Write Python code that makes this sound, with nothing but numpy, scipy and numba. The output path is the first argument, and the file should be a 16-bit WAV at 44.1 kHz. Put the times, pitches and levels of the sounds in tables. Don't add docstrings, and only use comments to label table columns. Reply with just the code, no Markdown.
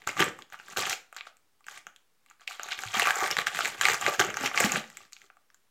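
import sys
import numpy as np
from scipy import signal
from scipy.fft import rfft, irfft
from scipy.io import wavfile
from numba import njit

SR = 44100
rng = np.random.default_rng(int(sys.argv[2]) if len(sys.argv) > 2 else 0)


def waveform_to_disk(signal):
    frames = np.transpose(np.atleast_2d(signal))
    scaled = np.clip(frames, -1, 1) * 32767
    samples = np.round(scaled).astype(np.int16)
    wavfile.write(sys.argv[1], SR, samples)


N = 251370

# f/Hz, relative level/dB
HISS_EQ = [(18, -40.5), (30, -6), (480, -3.5), (547, -7), (1000, -4.5), (14800, -16), (16500, -13.5)]
# f/Hz, gain/dB
MIC_EQ = [(25, -18), (50, -13), (520, -3), (600, -5), (780, -2.5), (1010, -8.5), (1150, -0.5), (2100, 1),
          (3900, 2.5), (5500, 2), (7100, 5.5), (9800, -9.5), (13900, -7), (16500, -15.5)]
# delay/s, level/dB
REFLECTIONS = [(.0025, -14), (.0052, -14.5), (0.0087, -32)]
# f/Hz, t60/s
ROOM_DECAY = [(150, 0.36), (600, 0.35), (2000, 0.26), (6000, 0.27), (13000, 0.094)]
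# t/s, level/dB, f/Hz
CARPET_THUDS = [(0.217, -19.5, 366), (0.262, -28.5, 530), (0.771, -37, 413), (2.854, -31.5, 107),
                (2.966, -27, 223), (3.897, -26, 456), (4.083, -17.5, 560), (4.199, -17.5, 388),
                (4.247, -26, 378), (4.41, -27, 271), (4.436, -24, 250), (4.605, -16, 534),
                (4.643, -13, 211), (4.663, -21, 262), (4.74, -25, 190), (4.772, -23, 222)]
# t/s at full strength, rise/s, hold/s, crease level/dB, rip re crease/dB, flap re crease/dB
PAPER_TUGS = [(0.0, .01, 0.045, -61.5, -6.5, 1), (0.071, 0.0058, 0.029, -37.5, -6.5, -5),
              (0.201, 0.053, .015, -24.5, -8, 1), (0.237, 0.039, 0.048, -48, -5, 12),
              (0.41, 0.18, .005, -60, -4, 5), (0.534, 0.047, 0.0032, -49, -7, -7.5),
              (0.59, 0.0067, 0.0033, -49.5, -5.5, -12), (0.716, 0.16, 0.0082, -49, -2.5, -5),
              (0.769, 0.0067, 0.043, -33, -2, -4.5), (0.825, 0.049, 0.056, -36.5, -5.5, -10),
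              (0.897, 0.018, 0.019, -33.5, -1.5, -11), (1.174, 0.067, 0.015, -49.5, -15, -40),
              (1.268, .04, 0.0048, -54.5, -5.5, -9), (1.685, 0.038, 0.093, -52, -2.5, -11),
              (1.87, .04, 0.0067, -62, -17, -3), (2.304, 0.1, 0.011, -66.5, -10, -29),
              (2.408, 0.02, 0.018, -59, -9, -24), (2.475, 0.0045, 0.071, -49, -4, -29),
              (2.593, 0.019, 0.12, -48, -12.5, -18.5), (2.722, 0.079, 0.0045, -36.5, -11, -23),
              (2.779, 0.016, 0.26, -46, -4, -9.5), (2.938, 0.0098, .17, -30, -8.5, -18.5),
              (3.149, 0.044, 0.13, -33, -10.5, -31.5), (3.235, 0.088, 0.0039, -30, -8.5, -12.5),
              (3.309, 0.055, 0.016, -34.5, -8.5, -6), (3.386, 0.037, 0.007, -31.5, -6, -5),
              (3.467, 0.01, 0.0032, -31, -7, -15.5), (3.55, 0.06, 0.14, -37, -4, -6.5),
              (3.715, .05, 0.017, -51.5, -4.5, -7.5), (3.813, 0.0055, 0.13, -32, -4.5, -30),
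              (3.883, 0.3, 0.064, -36.5, -6.5, -4.5), (4.013, 0.029, 0.011, -35.5, -7.5, -19.5),
              (4.078, 0.12, 0.006, -27.5, -10.5, -6), (4.138, 0.054, 0.0034, -34, -6.5, -26.5),
              (4.198, .015, 0.002, -21.5, -5.5, -2), (4.236, 0.03, 0.067, -40, -17, 3.5),
              (4.454, 0.18, 0.0078, -30, -8, -4), (4.584, 0.09, 0.072, -28.5, -7, -6.5),
              (4.765, 0.25, 0.0031, -31.5, -6, 0), (4.843, .02, 0.21, -63, -1, -2.5),
              (5.116, 0.009, 0.067, -73.5, 4, -16), (5.193, 0.018, 0.061, -69.5, 1.5, -1)]
# t/s, shift/octaves
CREASE_BEND = [(0, -0.056), (.3, -0.38), (.7, -0.51), (.95, 0), (1.2, 0.24), (1.8, -0.4), (2.4, 0.28),
               (2.75, .1), (2.95, -.3), (3.07, -0.68), (3.25, -.9), (3.35, -0.085), (3.6, -0.36),
               (3.85, -.4), (4.1, -.4), (4.45, -.4), (4.75, -.5), (5.2, -.1)]
# t/s, level/dB, f/Hz, bright tick re ring/dB
CREASE_SNAPS = [(0.019, -38.5, 1970, -14.5), (0.074, -14.5, 1360, -5), (0.168, -22, 1130, -15),
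                (0.194, -15.5, 1560, -16), (0.204, -18, 1530, -16), (0.225, -8.5, 1740, -19),
                (0.281, -21.5, 1750, -31.5), (0.389, -31.5, 1080, -8), (0.422, -35, 3260, -7),
                (0.501, -47.5, 1310, 0), (0.524, -33, 1600, -15), (0.543, -29.5, 1420, -43),
                (0.599, -31, 1460, -20), (0.683, -35, 1610, -2), (0.734, -35, 1430, -27),
                (0.763, -24, 1480, -18), (0.772, -21, 1490, -18), (0.855, -23, 2610, -19),
                (0.897, -20.5, 3070, 1), (0.909, -20, 1950, -19), (0.929, -18, 2400, -14),
                (1.127, -34, 1350, -4), (1.147, -56, 1340, 10), (1.165, -28, 1420, -3),
                (1.169, -29.5, 4340, -11), (1.181, -39, 1560, -23), (1.209, -26, 2350, -40),
                (1.254, -45, 1730, -14), (1.27, -31.5, 1330, -19), (1.369, -54.5, 2480, 9.5),
                (1.607, -51.5, 1150, -5), (1.643, -47, 2430, -6), (1.667, -36, 1580, -0.5),
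                (1.684, -27.5, 1570, -11), (1.753, -52, 1770, -5), (1.775, -32, 1960, -25),
                (1.868, -28, 1430, -8), (1.962, -40.5, 3270, -2), (2.262, -49, 2180, 0.5),
                (2.3, -49.5, 2370, 6), (2.311, -41.5, 1350, -24), (2.397, -48, 1590, -10),
                (2.416, -42, 1310, -21), (2.477, -19.5, 2550, -12.5), (2.51, -29.5, 1380, -6),
                (2.518, -35, 1740, -10), (2.596, -23, 1420, -14.5), (2.633, -38.5, 1370, 15),
                (2.658, -33.5, 740, -6), (2.687, -28, 1550, -5), (2.72, -22, 3250, -20.5),
                (2.728, -21, 2340, -32), (2.746, -32.5, 3250, -13), (2.79, -25, 1630, -3),
                (2.836, -21, 1430, -7), (2.875, -28, 2330, -8), (2.92, -39, 1570, -20.5),
                (2.944, -18.5, 1180, -39), (2.997, -8.5, 1870, 0), (3.023, -16.5, 796, -18.5),
                (3.057, -21, 1400, -24), (3.071, -11, 1270, -15.5), (3.082, -14.5, 1280, -8),
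                (3.107, -8.5, 1670, -12), (3.157, -25.5, 1330, 5), (3.215, -17, 1200, -16),
                (3.224, -16, 813, -16), (3.312, -24.5, 1180, 10), (3.368, -12, 1820, -13),
                (3.388, -11.5, 1810, -10), (3.418, -19.5, 1870, -31), (3.469, -11, 1670, -12),
                (3.517, -28.5, 1740, -16), (3.548, -22.5, 1590, -11), (3.571, -21.5, 1980, -13),
                (3.59, -14, 1420, -4.5), (3.606, -14.5, 1360, -18), (3.649, -16, 2200, -16.5),
                (3.656, -14, 2090, -9.5), (3.747, -32, 1570, -6.5), (3.812, -11, 1660, -2.5),
                (3.835, -18, 1340, -22), (3.846, -16.5, 2050, -22), (3.854, -3, 2120, -12),
                (3.868, -17.5, 2180, -11.5), (3.885, -7.5, 1770, -10.5), (3.898, -11.5, 1890, -21),
                (3.917, -16.5, 2080, -7.5), (3.943, -22.5, 1560, -11), (3.952, -26.5, 1270, -6),
                (4.024, -20.5, 1170, -13.5), (4.064, -10, 2100, -25), (4.079, -11, 673, -14),
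                (4.12, -29.5, 740, -10.5), (4.195, -8, 1540, -9.5), (4.2, -14, 1690, -1.5),
                (4.212, -8.5, 1530, -28), (4.248, -25.5, 1330, 2), (4.303, -22.5, 1420, -34.5),
                (4.342, -22.5, 1650, -6), (4.37, -17.5, 1400, -3.5), (4.407, -43.5, 1320, -17.5),
                (4.437, -19.5, 880, -24.5), (4.46, -16.5, 2080, -11), (4.475, -19.5, 2080, -27.5),
                (4.514, -24, 1220, -26), (4.545, -18, 1450, -25), (4.576, -8, 2120, -15),
                (4.603, -12.5, 2020, 4), (4.619, -27, 2100, -23), (4.641, -13, 2060, -22),
                (4.72, -22, 1560, 8), (4.759, -15.5, 1730, -20), (4.841, -30.5, 1850, -19),
                (4.901, -38.5, 1890, 3), (4.971, -32.5, 2150, 4), (5.005, -42, 1170, -21),
                (5.124, -44, 2270, 5), (5.132, -32.5, 4300, -3), (5.166, -37.5, 2370, -16),
                (5.217, -41.5, 2030, -6), (5.241, -48.5, 1280, -2), (5.301, -39.5, 1410, -27),
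                (5.369, -45, 1300, -12), (5.502, -50, 1730, -5.5), (5.545, -49.5, 1490, 5)]

FLAP = dict(rate=570, lo_hz=91.5, hi_hz=730, cycles=2, scatter=.8)
SPARKLE = dict(rate=260, lo_hz=9000, hi_hz=15500, cycles=4.5, scatter=.9)
FIBRE = dict(rate=3600, lo_hz=3000, hi_hz=15500, cycles=3.0, scatter=.88)
CREASE = dict(rate=1800, lo_hz=681.4, hi_hz=4200, cycles=6.6, scatter=.71)
SCATTER_DB, BUCKLES_PER_S = 8.5, 4000


def undb(db):
    return 10 ** (np.asarray(db) / 20)


def equalise(x, points):
    hz, db = np.transpose(points)
    grid = np.linspace(1, SR / 2, num=2049)
    cepstrum = irfft(np.interp(np.log(grid), np.log(hz), db) * np.log(10) / 20)
    cepstrum[1:2048] *= 2
    cepstrum[2049:] = 0
    return signal.fftconvolve(x, irfft(np.exp(rfft(cepstrum))))[:len(x)]


@njit
def sum_rings(length, start, hz, cycles, size, phase):
    out = np.zeros(length)
    fall = 2 / cycles
    for k in range(len(start)):
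        step = hz[k] / SR
        for i in range(min(int((1 + 6 / fall) / step), length - start[k])):
            turn = step * i
            envelope = np.sin(np.pi / 2 * turn) ** 2 if turn < 1 else np.exp(-fall * (turn - 1))
            out[start[k] + i] += size[k] * envelope * np.sin(2 * np.pi * turn + phase[k])
    return out


def rings(when, hz, size, cycles):
    phase = np.pi * rng.integers(0, 2, len(when))
    return sum_rings(N, (when * SR).astype(np.int64), np.clip(hz, 20, .45 * SR), cycles, size, phase)


def swarm(buckles, rate, lo_hz, hi_hz, cycles, scatter):
    when, rank, strength = buckles
    hz = lo_hz * (hi_hz / lo_hz) ** rng.random(len(when))
    spread = scatter * (.63 * strength + .66 * rng.standard_normal(len(when)))
    size = undb(SCATTER_DB * np.clip(spread, -3, 2.3)) * (rank < rate)
    size *= np.sqrt(hz / lo_hz)
    grains = rings(when, hz, size, cycles)
    return grains / grains.std()


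def microphone_hiss(level_db=-73.5):
    hiss = equalise(rng.standard_normal(N), HISS_EQ)
    return hiss / hiss.std() * undb(level_db)


def room(x, tail_db=-10, predelay_s=.002):
    t = np.arange(SR // 2) / SR
    tail = 0
    for hz, t60 in ROOM_DECAY:
        band = signal.butter(1, [hz / 2, min(hz * 3.1, .45 * SR)], "bandpass", fs=SR, output="sos")
        tail += signal.sosfilt(band, rng.standard_normal(len(t))) * undb(-60 * t / t60)
    tail *= np.clip(t / predelay_s - 1, 0, 1)
    response = tail * undb(tail_db) / np.sqrt(np.sum(tail ** 2))
    response[0] = 1
    for delay, db in REFLECTIONS:
        response[int(delay * SR)] += undb(db)
    return signal.fftconvolve(x, response)[:N]


def floor_rumble(flap, cutoff_hz=75, re_flap_db=-22.5):
    lowpass = signal.butter(2, cutoff_hz, fs=SR, output="sos")
    shake = signal.sosfilt(lowpass, rng.standard_normal(N))
    return shake / shake.std() * flap * undb(re_flap_db)


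def carpet_thuds():
    when, db, hz = np.transpose(CARPET_THUDS)
    return rings(when, hz, undb(db), cycles=5)


def tug_envelopes(rise_db=30, release_db_per_s=452):
    t = np.arange(N) / SR
    power = 0
    for when, rise, hold, db, rip_db, flap_db in PAPER_TUGS:
        attack = np.minimum(rise_db * (t - when) / rise, 0)
        release = release_db_per_s * np.maximum(t - when - hold, 0)
        level_db = np.maximum(db + attack - release, -150)
        power += undb(2 * level_db) * undb([[0], [rip_db], [flap_db]]) ** 2
    return np.sqrt(power)


def crumple(crease, rip, flap, sparkle_db=-4.5):
    count = int(BUCKLES_PER_S * N / SR)
    when = np.sort(rng.random(count)) * N / SR
    rank = BUCKLES_PER_S * rng.random(count)
    strength = rng.standard_normal(count)
    buckles = when, rank, strength
    top_hz = CREASE["hi_hz"] * 2 ** np.interp(when, *np.transpose(CREASE_BEND))
    creases = swarm(buckles, **dict(CREASE, hi_hz=top_hz)) * crease
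    fibres = swarm(buckles, **FIBRE) * rip
    flaps = swarm(buckles, **FLAP) * flap
    sparkle = swarm(buckles, **SPARKLE) * rip * undb(sparkle_db)
    return creases + fibres + flaps + sparkle


def stray_crackle(crease, per_s=60, pool_per_s=200, centre_hz=1360):
    position, rank = rng.random((2, int(pool_per_s * N / SR)))
    strength, pitch, brightness = np.clip(rng.standard_normal((3, len(position))), -2, 2)
    fires = rank * pool_per_s < per_s
    size = crease[(position * N).astype(int)] * undb(7 + 2 * strength) * fires
    return snaps(position * N / SR, size, centre_hz * np.exp(.3 * pitch), tick_db=-6 + 6 * brightness)


def snaps(when, size, hz, tick_db, patch_cycles=3.26, side_db=-8.5, tick_hz=7560, fibre_hz=13000):
    low, high = rng.random((len(when), 2)).T
    side_size, tick_size = size * undb(side_db), size * undb(tick_db)
    body = rings(when, hz, size, patch_cycles)
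    body += rings(when, hz * (.45 + .35 * low), side_size, patch_cycles)
    body += rings(when, hz * (1.5 + .6 * high), side_size, patch_cycles)
    fibres = rings(when, np.full(len(when), fibre_hz), tick_size * undb(2.5), cycles=3.5)
    detune = np.exp(.17 * rng.standard_normal(len(when)))
    tick = rings(when, tick_hz * detune, tick_size, cycles=6.4)
    return body + fibres + tick


def scene():
    crease, rip, flap = tug_envelopes()
    texture = crumple(crease, rip, flap) + floor_rumble(flap) + stray_crackle(crease)
    when, db, hz, tick_db = np.transpose(CREASE_SNAPS)
    accents = snaps(when, undb(db), hz, tick_db)
    return room(texture + accents + carpet_thuds())[None]


def record(dry, offset_db=-69.5, ceiling_db=3):
    x = equalise(dry[0], MIC_EQ) + microphone_hiss()
    x -= undb(offset_db)
    x = undb(ceiling_db) * np.tanh(x / undb(ceiling_db))
    x = equalise(x, [(20, 0), (15900, 0), (16100, -22)])
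    high_cut = signal.ellip(10, .2, 60, 16700, fs=SR, output="sos")
    return signal.sosfilt(high_cut, x)[None]


dry = scene()
out = record(dry)
waveform_to_disk(out)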